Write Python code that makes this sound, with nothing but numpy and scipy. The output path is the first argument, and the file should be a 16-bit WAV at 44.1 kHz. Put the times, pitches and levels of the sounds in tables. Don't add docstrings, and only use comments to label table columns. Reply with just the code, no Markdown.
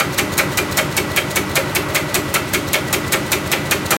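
import sys
import numpy as np
from scipy import signal
from scipy.fft import rfft, irfft
from scipy.io import wavfile

SR = 44100
rng = np.random.default_rng(int(sys.argv[2]) if len(sys.argv) > 2 else 0)


def waveform_to_disk(signal):
    frames = np.transpose(np.atleast_2d(signal))
    scaled = np.clip(frames, -1, 1) * 32767
    samples = np.round(scaled).astype(np.int16)
    wavfile.write(sys.argv[1], SR, samples)


N = 176400
TIME = np.arange(N) / SR
CYCLE_S, FIRST_S = .19605, -.0136

# (time [s], snap [dB], slap [dB], clang [dB], slide [dB], thump [dB])
BAGS = [(-0.0135, 2, 3, 6.1, 3.5, -13), (0.1805, -1.8, 2.9, 4, 4, -7.5), (0.3783, -0.3, 4.5, 4, 1.8, 0),
        (0.5727, -3.5, 3.7, 2, 5, -6), (0.7713, 0.5, 1, 8, -1, -4), (0.9666, -3, 2, 1.5, -2, -5),
        (1.1621, -2.4, 4.5, 0.5, 5.5, 0.5), (1.3582, -2, 1.7, 0, 0.6, -5.3), (1.5547, -2, 3, 6, -4, -1),
        (1.75, -2.4, 3, 1, -1, -5), (1.947, -1.2, 5.5, 1, -5.0, -1), (2.1432, -1.8, 1, -3, -4, -2),
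        (2.3401, -1.2, 2.2, 6.5, -0.5, 0), (2.5347, -2.5, 3.2, -1.5, 2.6, -4.8),
        (2.7313, -3, 4.8, 1.5, -1.8, 1.1), (2.9275, -2.5, 3.5, -1, 1.0, -6), (3.122, 0, 3.5, 4.5, 0.5, 3.5),
        (3.3176, -1.6, 4.7, -2.4, 0, -5.5), (3.516, -2.3, 3.8, 2, -1, 2.5),
        (3.7104, -0.9, 5, 0.3, 2.5, -12), (3.9067, 0.1, 1, 8.5, 0.0, 0)]
# (frequency [Hz], level [dB])
CRACK_SPECTRUM = [(200, -24), (1500, 10), (4500, -30), (5300, 5.5), (6800, -1), (9000, 4.5), (10500, -5.5),
                  (12000, 7), (15500, 2)]
RIP_SPECTRUM = [(200, -5), (700, 5.5), (1500, 1), (3000, -1), (4200, 5), (5100, -1.5), (6800, 6),
                (9000, 1.5), (10500, 0.5), (11500, 2.5), (15500, -5)]
def snap(hold_s=.013, tear_s=.013):
    times, dbs = np.array(BAGS).T[:2]
    rip = np.zeros(N)
    for s, db in zip(times, dbs):
        near = slice(*np.searchsorted(TIME, [s, s + CYCLE_S]))
        age = TIME[near] - s
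        attack = 1 - np.exp(-age / .00033)
        decay = np.exp(-age / .027 - np.maximum(age - hold_s, 0) / tear_s)
        rip[near] += undb(db) * attack * decay
    crack = swells(times + .001, dbs, width_s=.00105) * crackle(rate=20000, spread_db=2)
    fibres = crackle(rate=5000, spread_db=4) * undb(2 * walk(700))
    return level(colour(crack, CRACK_SPECTRUM), -33) + level(colour(rip * fibres, RIP_SPECTRUM), -26)


# (frequency [Hz], level [dB])
SLAP_SPECTRUM = [(200, -33), (550, 5.5), (750, -6.5), (1300, -0.5), (2300, 13), (3300, 5.5), (5000, -2),
                 (16000, -25.5)]
CLANG_SPECTRUM = [(300, -18.5), (600, -7.5), (850, -0.5), (1300, -1), (1700, -1), (2500, -18), (6000, -31)]
# (frequency [Hz], T60 [s], level [dB])
PLATE_MODES = [(810, .08, -12), (930, .06, -14), (1520, .04, -6), (1860, .04, -5), (2040, .07, 0),
               (2265, .085, 1), (2390, .07, -2), (2655, .07, -3), (2840, .05, -6), (3150, .05, -2),
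               (3720, .05, -8)]
BLADE_MODES = [(810, 0.054, -3.5), (1260, .03, -30), (1337, 0.049, 5.5), (1470, .03, -1)]
def slap():
    slap_db, clang_db = np.array(BAGS).T[2:4]
    paper_push = landing(slap_db, delay_s=.016, width_s=.0076)
    plate_push = landing(slap_db, delay_s=.011, width_s=.0048)
    blade_push = landing(clang_db, delay_s=.018, width_s=.0076)
    paper = colour(paper_push * crackle(rate=4000, spread_db=3), SLAP_SPECTRUM)
    plates = ring(plate_push * crackle(rate=3000, spread_db=3), PLATE_MODES)
    blade = ring(blade_push * crackle(rate=3000, spread_db=1), BLADE_MODES)
    body = colour(blade_push * crackle(rate=3000, spread_db=2), CLANG_SPECTRUM)
    return level(paper, -28) + level(plates, -28.5) + level(blade, -32) + level(body, -36)


def landing(dbs, delay_s, width_s):
    times = np.array(BAGS)[:, 0] + delay_s
    heavy = swells(times[::2] + .0027, dbs[::2], width_s * 1.26)
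    return heavy + swells(times[1::2], dbs[1::2], width_s)


# (time [s], duration [s], level [dB])
SCRAPES = [(0.146, 0.016, 1), (0.156, 0.0056, 1.5), (0.191, 0.0037, 3)]
# (frequency [Hz], level [dB])
SCRAPE_SPECTRUM = [(500, -19), (1500, -39.5), (4000, 1), (5100, -8), (6800, -4), (10500, -10.5),
                   (15500, -10.5)]
def slides():
    slide_db = np.array(BAGS)[:, 4]
    push = 0
    for s, duration, db in SCRAPES:
        jitter = .002 * rng.standard_normal(len(BAGS))
        push += swells(cycles() + s + jitter, db + slide_db, duration / 2)
    return level(colour(push * crackle(rate=4000, spread_db=4.5), SCRAPE_SPECTRUM), -40)


def thump(start_hz=399.8, rest_hz=292, sag_s=.026, t60_s=.22):
    dbs = np.array(BAGS)[:, 5] + alternate(0, 7)
    out = np.zeros(N)
    for s, db in zip(cycles() + .021, dbs):
        near = slice(*np.searchsorted(TIME, [s, s + 2 * CYCLE_S]))
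        age = TIME[near] - s
        hz = rest_hz + (start_hz - rest_hz) * np.exp(-age / sag_s)
        fade = undb(-60 * age / t60_s) * (1 - np.exp(-age / .00044))
        out[near] += undb(db) * fade * np.sin(2 * np.pi * np.cumsum(hz) / SR)
    return level(out, -34)


# (frequency [Hz], T60 [s], level [dB])
FRAME_MODES = [(296.4, .16, 0.5), (344, 0.082, -2.5), (391, 0.11, -4)]
def frame():
    stroke = swells(cycles() + .046, alternate(0, 3), width_s=.018)
    back = swells(cycles() + .0897, 2.5, width_s=.0055)
    return level(ring((stroke + back) * turning(bags=2), FRAME_MODES), -32)


# (frequency [Hz], T60 [s], level [dB])
DELIVERY_MODES = [(541, 0.27, -5), (551.7, 0.19, 1.5), (616, 0.21, 2)]
def delivery_table():
    stroke = swells(cycles() + .027, alternate(0, -8), width_s=.018)
    feed = swells(cycles() + .145, -7.5, width_s=.0086)
    return level(ring((stroke + feed) * crackle(rate=3000, spread_db=6), DELIVERY_MODES), -33)


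# (time [s], level on even bags [dB], level on odd bags [dB])
CAM_KNOCKS = [(.023, 1.5, -16.5), (0.043, 0, 9), (0.066, -2.5, -3), (.076, 7.5, 6), (.124, 5, 9),
              (0.146, -13, 11), (.16, 3, -7), (.19, 7.5, -9)]
# (frequency [Hz], T60 [s], level [dB])
HOUSING_MODES = [(92, .045, -2), (143, .03, 1), (195, .024, -1)]
def cams():
    knocks = sum(swells(cycles() + s, alternate(even, odd), .00067) for s, even, odd in CAM_KNOCKS)
    housing = ring(knocks, HOUSING_MODES)
    return level(colour(housing, [(25, -12), (80, 11), (400, 7)]), -32)


# (frequency [Hz], level [dB])
GEAR_SPECTRUM = [(25, -3), (50, -25.5), (85, 1), (150, 6), (240, -11.5), (310, 6.5), (400, 3.5), (470, -3),
                 (560, -2), (690, -8), (900, -1.5), (1500, -2), (4000, -33.5)]
def gears():
    roughness = turning(bags=1) + undb(1.5) * turning(bags=2)
    return level(colour(roughness, GEAR_SPECTRUM) * undb(walk(4.3)), -26.5)


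# (frequency [Hz], level [dB])
HUM_LINES = [(145.3, -40.5), (189, -40), (393, -48), (550, -51.5), (918, -44.5)]
def motors():
    return sum(level(np.sin(2 * np.pi * hz * TIME + .34 * walk(4.07)), db) for hz, db in HUM_LINES)


def roller(hz=1962, waver_hz=26):
    pull = 1 + swells(cycles() + .16, 1, width_s=.035)
    flutter = undb(2.5 * walk(70))
    whine = np.sin(2 * np.pi * np.cumsum(hz + waver_hz * walk(120)) / SR)
    return level(whine * pull * flutter, -37.5)


# (frequency [Hz], level [dB])
HALL_SPECTRUM = [(15, -55), (25, -36), (94, -3.5), (161, 6), (236, 4), (309, 2), (476, -12), (560, 6),
                 (695, -5.5), (1370, -16), (1740, -16), (2000, -4), (4870, -14), (12900, -24), (16000, -32)]
def hall():
    return level(colour(rng.standard_normal(N) * undb(.66 * walk(40)), HALL_SPECTRUM), -28)


def space(x):
    t = TIME[:SR]
    response = np.zeros(SR)
    response[0] = 1
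    for t60_s, db, onset_s in ((.08, -9.5, .002), (.21, -9, .015)):
        build_up = 1 - np.exp(-(t / onset_s) ** 2)
        tail = rng.standard_normal(SR) * undb(-60 * t / t60_s) * build_up
        response += undb(db) * tail / np.linalg.norm(tail)
    return signal.fftconvolve(x, response)[:N]


def cycles():
    return FIRST_S + CYCLE_S * np.arange(len(BAGS))


def alternate(even_db, odd_db):
    return np.resize([even_db, odd_db], len(BAGS))


def swells(times, dbs, width_s):
    out = np.zeros(N)
    for s, db in np.broadcast(times, dbs):
        near = slice(*np.searchsorted(TIME, [s - 10 * width_s, s + 10 * width_s]))
        out[near] += undb(db) * np.exp(-.5 * ((TIME[near] - s) / width_s) ** 2)
    return out


def crackle(rate, spread_db):
    clicks = (rng.random(N) < rate / SR) * rng.choice([-1, 1], N)
    return level(clicks * undb(spread_db * np.clip(rng.standard_normal(N), -2, 2)), 0)


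def turning(bags):
    size = int(bags * CYCLE_S * SR)
    period = irfft(np.exp(2j * np.pi * rng.random(size // 2 + 1)))
    return level(np.resize(period, N), 0)


def walk(rate):
    return np.interp(TIME * rate, np.arange(N), rng.standard_normal(N))


def ring(x, modes):
    t = TIME[:SR // 2]
    response = sum(undb(db - 60 * t / t60) * np.sin(2 * np.pi * hz * t) for hz, t60, db in modes)
    return signal.fftconvolve(x, response)[:N]


def colour(x, points, size=8192):
    hz, db = np.array(points, float).T
    f = np.maximum(np.fft.rfftfreq(size, 1 / SR), 1)
    gain = undb(np.interp(np.log(f), np.log(hz), db))
    cepstrum = irfft(np.log(gain))
    cepstrum[1:size // 2] *= 2
    cepstrum[size // 2 + 1:] = 0
    response = irfft(np.exp(rfft(cepstrum)))
    return signal.fftconvolve(x, response)[:len(x)]


def level(x, db):
    return x * undb(db) / np.sqrt(np.mean(x ** 2) + 1e-18)


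def undb(db):
    return 10 ** (np.asarray(db) / 20)


def scene():
    paper = space(snap() + slap() + slides())
    drive = thump() + frame() + delivery_table() + cams() + gears()
    return (paper + drive + motors() + roller() + hall())[None]


def record(dry, ceiling=.72, stop_s=3.969, top_hz=16000):
    thin = signal.sosfilt(signal.butter(2, 48, "high", fs=SR, output="sos"), dry)
    rounded = thin / (1 + (thin / ceiling) ** 4) ** .25
    gate = np.clip((stop_s - TIME) / .002, 0, 1)
    return signal.sosfilt(signal.ellip(10, .2, 80, top_hz, fs=SR, output="sos"), rounded * gate)


dry = scene()
out = record(dry)
waveform_to_disk(out)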